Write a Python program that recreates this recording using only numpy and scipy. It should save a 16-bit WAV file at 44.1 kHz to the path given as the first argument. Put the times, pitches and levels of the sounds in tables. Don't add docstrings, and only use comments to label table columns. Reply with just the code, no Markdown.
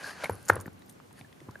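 import sys
import numpy as np
from scipy import signal
from scipy.io import wavfile

SR = 44100
rng = np.random.default_rng(int(sys.argv[2]) if len(sys.argv) > 2 else 0)


def waveform_to_disk(signal):
    frames = np.transpose(np.atleast_2d(signal))
    scaled = np.clip(frames, -1, 1) * 32767
    samples = np.round(scaled).astype(np.int16)
    wavfile.write(sys.argv[1], SR, samples)


def voltage_ratio(decibels):
    exponent = np.asarray(decibels, float) / 20
    return 10 ** exponent


N = 70560

SIDES = np.array([[1], [-1]])


def rms_one(x):
    return x / np.sqrt(np.mean(x ** 2) + 1e-20)


def at_hz(points, hz):
    point_hz, value = np.transpose(points)
    return np.interp(np.log(hz), np.log(point_hz), value)


def low_pass(x, cut_hz, order):
    return signal.sosfilt(signal.butter(order, cut_hz, fs=SR, output="sos"), x)


def band_pass(x, low_hz, high_hz, order=2):
    return signal.sosfilt(signal.butter(order, [low_hz, high_hz], "band", fs=SR, output="sos"), x)


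def drift(rate_hz):
    r = np.exp(-80 * np.pi * rate_hz / SR)
    chance = rng.standard_normal(N // 40 + 2002)
    slow = signal.lfilter([1], [1, -2 * r, r * r], chance)[2000:]
    return np.interp(np.arange(N) / 40, np.arange(len(slow)), rms_one(slow))


def two_pole(hz, width_hz):
    r = np.exp(-np.pi * width_hz / SR)
    return [(1 - r * r) / 2, 0, (r * r - 1) / 2], [1, -2 * r * np.cos(2 * np.pi * hz / SR), r * r]


def resonate(x, hz, width_hz):
    return signal.lfilter(*two_pole(hz, width_hz), x)


def gliding(x, rows, width_hz):
    out, state = np.zeros_like(x), np.zeros((2, 2, 2))
    for i in range(0, N, 256):
        hz = np.interp(i / SR, *np.transpose(rows))
        b, a = two_pole(hz, width_hz)
        out[:, i:i + 256], state = signal.sosfilt([b + a, b + a], x[:, i:i + 256], zi=state)
    return out


def fade(s, t60, rise_s, hz=0):
    out, first, t60 = np.zeros(N), int(s * SR) + 1, max(t60, .002)
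    t = np.arange(first, min(N, first + int(2 * t60 * SR))) / SR - s
    shape = voltage_ratio(-60 * t / t60) * (1 - np.exp(-t / rise_s)) ** 2
    out[first:first + len(t)] = -shape * np.sin(2 * np.pi * hz * t) if hz else shape
    return out


def ring(s, hz, t60, rise_s):
    return fade(s, t60, rise_s, hz)


def banded_noise(spectrum, patchy_db):
    # hz, correlation
    likeness = [(60, 1), (200, 0.69), (400, -0.37), (2400, -0.13), (8000, 0.63), (15000, .4)]
    out, band_edges = 0, 25 * 2 ** np.arange(0, 9.6, .5)
    white = rng.standard_normal((2, 2, N))
    for k, (low_hz, high_hz) in enumerate(zip(band_edges, band_edges[1:])):
        mid, side = band_pass(white[k % 2], low_hz, high_hz)
        hz = np.sqrt(low_hz * high_hz)
        alike = np.clip(at_hz(likeness, hz), -1, 1)
        stereo = np.sqrt(1 + alike) * mid + np.sqrt(1 - alike) * side * SIDES
        out = out + voltage_ratio(at_hz(spectrum, hz) + patchy_db * drift(10)) * stereo
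    return rms_one(out)


def tongue():
    # start_s, level_db, hollow_ring_db
    tongue_drag = [(0, -47, 6.5), (0.034, -47.5, 12), (.04, -42, 3.5), (.085, -39.5, 4), (0.111, -43, 5.5),
                   (0.152, -55, 11.5), (0.227, -57, 23), (0.248, -39.5, 5), (0.281, -49, 6.5),
                   (.33, -51.5, -2.5), (.46, -52, -1.5), (0.499, -49.5, 13), (.62, -54, -13),
                   (.72, -77, -26), (1.139, -68, -3), (1.177, -51, -2), (1.2, -48.5, -3.5), (1.23, -66, -6)]
    # pitch_hz, width_hz, level_db
    cell_modes = [(2300, 1100, -8.5), (4300, 1000, -8.5), (6000, 1460, -17), (10000, 4000, -5.5)]
    # pitch_hz, width_hz, level_db
    boom_modes = [(299.4, 340, -13), (700, 660, -6.5), (1160, 700, -7.5)]
    # start_s, pitch_hz
    hollow_pitch = [(0, 1596), (.09, 1537), (.125, 1720), (.19, 1498), (.23, 1440), (.5, 1526),
                    (1.15, 1800), (1.6, 1650)]
    grains_per_s, spread_db, flutter_db = 5000, .5, 1
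    sizes = voltage_ratio(spread_db * np.minimum(rng.exponential(1, (2, N)), 5)) * rng.choice([-1, 1], (2, N))
    mid, side = sizes * (rng.random((2, N)) < grains_per_s / SR)
    grains = low_pass(mid + voltage_ratio(-13) * side * SIDES, 10270, order=4)

    body = sum(voltage_ratio(db + flutter_db * drift(27)) * resonate(grains, hz, width_hz)
               for hz, width_hz, db in cell_modes)
    hollow = gliding(grains, hollow_pitch, width_hz=320)
    hollow = hollow + sum(voltage_ratio(db) * resonate(grains, hz, width_hz) for hz, width_hz, db in boom_modes)
    start_s, level_db, hollow_db = np.transpose(tongue_drag)
    t = np.arange(N) / SR
    hollow_gain = voltage_ratio(np.interp(t, start_s, hollow_db) + 4.5 + flutter_db * drift(59))
    stroke = voltage_ratio(np.interp(t, start_s, level_db)) * rms_one(body + hollow_gain * hollow)

    rasp = rms_one(resonate(grains, hz=4300, width_hz=860))
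    return stroke + voltage_ratio(-51.5) * fade(.031, t60=.5, rise_s=.002) * rasp


def hush():
    # pitch_hz, level_db per Hz
    hush_spectrum = [(35, 1), (100, 0.5), (260, -2), (480, -8), (1500, -16), (3000, -23.5), (9500, -30),
                     (15000, -34.5)]
    return voltage_ratio(-54) * banded_noise(hush_spectrum, patchy_db=1)


def snaps():
    # start_s, peak_db, low_hz, high_hz
    film_snaps = [(.0365, -37, 3460, 6400), (0.2375, -31, 3020, 4950), (.2567, -54, 2600, 4500),
                  (0.5558, -44.5, 2500, 5000), (.821, -46.5, 700, 4600), (0.8812, -54, 3500, 5410),
                  (1.0018, -58, 500, 2600), (1.109, -48.5, 510, 3200), (1.2103, -48, 602, 4860),
                  (1.328, -45.5, 604, 5790), (1.404, -44.5, 700, 6450), (1.5095, -49, 3500, 7050),
                  (1.5562, -45, 500, 2770)]
    echo_s, echo_db = .00138, -4.5
    out = np.zeros(N)
    for s, db, low_hz, high_hz in film_snaps:
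        click = np.zeros(400)
        click[[0, int(echo_s * SR)]] = -1, voltage_ratio(echo_db)
        click = band_pass(click, low_hz, high_hz)
        first = int(s * SR)
        out[first:first + len(click)] += voltage_ratio(db) * click / np.abs(click).max()
    return out


def gulps():
    # start_s, level_db, pitch_hz, t60_s
    air_pockets = [
        (.0422, -13.5, 1600, .014),
        (1.246, -38, 1740, .022),
        (1.555, -17, 1620, .012),
    ]
    return sum(voltage_ratio(db) * ring(s, hz, t60, rise_s=.002) for s, db, hz, t60 in air_pockets)


def pops():
    # start_s, peak_db, pitch_hz, t60_s
    pops_and_crackle = [(.061, -31.5, 1632, 0.053), (.246, -21.5, 2270, 0.01), (.2375, -23, 598, 0.035),
                        (.2422, -19, 2185, 0.013), (.2567, -23.5, 2204, 0.019), (0.2954, -15.5, 466, 0.02),
                        (.2962, -18, 900, 0.018), (0.2951, -23, 1640, 0.0094), (0.532, -31, 1700, .016),
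                        (0.565, -24.5, 474, 0.024), (.5652, -25, 1040, 0.012), (.6586, -31, 1790, 0.011),
                        (.6782, -31.5, 1450, 0.0088), (0.8206, -45, 1910, 0.012), (0.821, -50, 3885, 0.012),
                        (1.001, -29.5, 1114, 0.0049), (1.11, -46, 895, 0.023), (1.212, -32, 2300, 0.0059),
                        (1.2113, -41, 760, 0.015), (1.327, -39.5, 1940, 0.0071), (1.403, -44, 2063, 0.011),
                        (1.2115, -41.5, 3600, 0.0094), (1.3283, -43, 3520, 0.0051), (1.4035, -39.5, 3420, 0.0051),
                        (1.416, -36.5, 330, 0.024), (1.4867, -25, 248.2, .01), (1.491, -31.5, 1015, 0.013),
                        (1.547, -46, 1570, 0.013),
                        (0.2383, -24, 1310, 0.011), (.2405, -37, 593, 0.016), (.2455, -22, 744, .012),
                   (0.251, -36, 1510, 0.0065), (.2568, -30, 700, 0.013), (.2603, -34, 2200, 0.011),
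                   (0.268, -34, 1580, 0.013), (.4975, -21.5, 3540, 0.0046), (0.4983, -27.5, 4300, 0.011),
                   (.5006, -11, 1090, .012), (0.5232, -29, 1050, 0.015), (.531, -30.5, 1340, 0.017),
                   (0.5379, -29, 900, .01), (0.547, -36, 1470, 0.011), (.5575, -30, 555, .016),
                   (0.5592, -32, 1570, .01), (0.5717, -42, 1470, 0.01), (.594, -31.5, 1100, 0.0089),
                   (.6783, -33, 880, 0.0094), (0.679, -47.5, 4450, 0.0093), (0.8906, -49, 1950, .01),
                   (1.179, -48, 1800, 0.027), (1.19, -48, 1640, .03), (1.4852, -40, 1100, .007),
                   (1.5575, -37.5, 576, 0.013)]
    rise_s, splat_share = .00034, .29
    noise, out = rng.standard_normal(N), 0
    for s, db, hz, t60 in pops_and_crackle:
        main = ring(s, hz, t60, rise_s)
        under = voltage_ratio(-20) * ring(s, .55 * hz, t60, rise_s)
        over = voltage_ratio(-27) * ring(s, 2.6 * hz, 1.7 * t60, rise_s)
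        splat = rms_one(band_pass(noise, .3 * hz, 1.6 * hz, order=3))
        splat = voltage_ratio(-10.5) * splat * fade(s, splat_share * t60, rise_s)
        out = out + voltage_ratio(db) * (main + under + over + splat)
    return out


def thuds():
    # start_s, peak_db, pitch_hz, t60_s
    floor_thuds = [(0.17, -39, 163, 0.07), (.298, -28, 97, 0.2), (0.326, -38, 101, 0.094),
                   (0.375, -59, 113.6, 0.12), (0.498, -32, 103.5, 0.32), (0.516, -25, 93, 0.099),
                   (0.5691, -28, 98.1, 0.18), (.686, -50, 110.3, .05), (1.208, -26, 135, 0.029),
                   (1.415, -46, 143, 0.17), (1.488, -26, 131, 0.048)]
    # start_s, peak_db, pitch_hz, t60_s
    rim_taps = [
        (.6613, -27, 270, .013),
        (.6798, -24.5, 215, .012),
    ]
    taps = sum(voltage_ratio(db) * ring(s, hz, t60, rise_s=.0003) for s, db, hz, t60 in rim_taps)
    floor = sum(voltage_ratio(db) * ring(s, hz, t60, rise_s=.0042) for s, db, hz, t60 in floor_thuds)
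    return floor - taps


def ticks():
    # start_s, peak_db, pitch_hz
    saliva_ticks = [(0.24, -27, 10000), (.243, -19.5, 3810), (0.2966, -27.5, 10600), (.321, -40, 11000),
                    (0.353, -34.5, 10700), (0.4278, -38.5, 9200), (.452, -39.5, 7000), (0.4662, -43, 9500),
                    (.475, -40, 8500), (.3065, -34, 10900), (0.457, -33.5, 10200), (0.4829, -22, 6840),
                    (0.4993, -26.5, 10500), (.487, -16, 6900), (0.4933, -21.5, 6740), (0.4982, -21, 9500),
                    (0.534, -31, 10700), (0.5554, -27.5, 10200), (.601, -31.5, 6800), (0.6096, -28, 10700),
                    (0.6136, -36, 9200), (0.658, -42.5, 12200), (.665, -35.5, 12850), (0.7306, -45, 10260),
                    (0.7936, -47.5, 9550), (0.861, -44, 12730), (.8822, -47.5, 9680), (.8915, -45, 9800),
                    (.8953, -32.5, 8940), (.9, -45, 8500), (.9052, -53, 11700), (0.9107, -45, 9200),
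                    (.898, -37, 3706), (.9245, -44.5, 10900), (1.128, -40.5, 9900), (1.191, -39.5, 10000),
                    (1.5103, -40.5, 5530), (1.5902, -45.5, 11800)]
    mid, side = rng.standard_normal((2, N))
    noise = mid + voltage_ratio(-11) * side * SIDES
    broad = voltage_ratio(-3.5) * band_pass(noise, 5500, 12500)
    out = 0
    for s, db, hz in saliva_ticks:
        envelope = fade(s, .0055, rise_s=.00047) + voltage_ratio(-22.5) * fade(s, .047, rise_s=.00089)
        pitched = rms_one(resonate(noise, hz, width_hz=.16 * hz))
        out = out + voltage_ratio(db - 2.5) * envelope * (pitched + broad)
    return out


def shudders():
    # start_s, level_db, t60_s
    blows = [
        (0.244, -46, 0.21),
        (0.298, -40.5, 0.31),
        (0.499, -33, 0.27),
        (0.562, -49, 0.38),
        (0.657, -51.5, 0.23),
        (1.493, -59, 0.9),
    ]
    # pitch_hz, level_db per Hz
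    shudder_spectrum = [(100, 2.5), (200, -1.5), (480, -4.5), (900, -7), (1500, -7), (2200, -22.5),
                        (3200, -33)]
    left, right = banded_noise(shudder_spectrum + [(4500, -60)], patchy_db=2.5)
    lumps = voltage_ratio(2.5 * drift(90))
    envelope = sum(voltage_ratio(db) * fade(s, t60, rise_s=.00067) for s, db, t60 in blows)
    return (left + .31 * right * SIDES) * lumps * envelope


def squeaks():
    # start_s, length_s, start_hz, end_hz, level_db
    wet_squeaks = [
        (.3265, .015, 11300, 9100, -47),
        (.341, .008, 11300, 10300, -51),
    ]
    out = np.zeros(N)
    for s, length_s, start_hz, end_hz, db in wet_squeaks:
        u = np.clip((np.arange(N) / SR - s) / length_s, 0, 1)
        cycles = length_s * (start_hz * u + (end_hz - start_hz) * u * u / 2)
        out += voltage_ratio(db + 2 * drift(140)) * np.sin(np.pi * u ** .5) * np.sin(2 * np.pi * cycles)
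    return out


def bites():
    # start_s, peak_db
    tooth_cracks = [
        (.4838, -40),
        (.4872, -29),
        (.4935, -37),
        (.498, -8),
        (.5003, -2),
    ]
    # pitch_hz, level_db, t60_s
    bowl_modes = [(330, -12, 0.01), (594, -5.5, 0.013), (730, -6.5, .007), (900, 1, 0.0077),
                  (1080, -4, .006), (1255, 0.5, .007), (1498, 11, 0.0076), (1800, -8, 0.021)]
    noise = band_pass(rng.standard_normal(N), 4000, 11500)
    modes = sum(voltage_ratio(db + mode_db) * ring(s, hz, t60, rise_s=.00027)
                for s, db in tooth_cracks for hz, mode_db, t60 in bowl_modes)
    crack = sum(voltage_ratio(db - 20) * fade(s, .007, rise_s=.0015) for s, db in tooth_cracks)
    return low_pass(modes, 1540, order=3) + noise * crack


def room(x):
    t60_s, wall_cut_hz = 1, 1200
    out, dull = np.zeros((2, N)), np.exp(-2 * np.pi * wall_cut_hz / SR)
    lags = (rng.uniform(.006, .03, 16) * SR).astype(int)
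    for k, lag in enumerate(lags):
        loop, gain, state = x.copy(), voltage_ratio(-60 * lag / SR / t60_s), [0.]
        for i in range(lag, N, lag):
            back, state = signal.lfilter([gain * (1 - dull)], [1, -dull], loop[i - lag:i], zi=state)
            loop[i:i + lag] += back[:N - i]
        out[k % 2] += (loop - x) * (-1) ** (k // 2)
    return out


def scene():
    body = tongue() + snaps() + gulps() + pops() + bites()
    wet = ticks() + squeaks()
    near = body * voltage_ratio(.5 * SIDES) + wet * voltage_ratio(-.2 * SIDES)
    near = near + thuds() + shudders()
    return near + voltage_ratio(-31) * room(near.mean(axis=0)) + hush()


def roll_off(x):
    return signal.sosfilt(signal.butter(12, 16490, fs=SR, output="sos"), x)


def record(dry):
    x = signal.sosfilt(signal.butter(4, 78.6, "high", fs=SR, output="sos"), dry)
    x = x - .85 * resonate(x, hz=7880, width_hz=200)
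    x = signal.sosfilt(signal.cheby2(10, 60, 15900 * 1.04, fs=SR, output="sos"), x)
    return roll_off(x)


dry = scene()
out = record(dry)
waveform_to_disk(out)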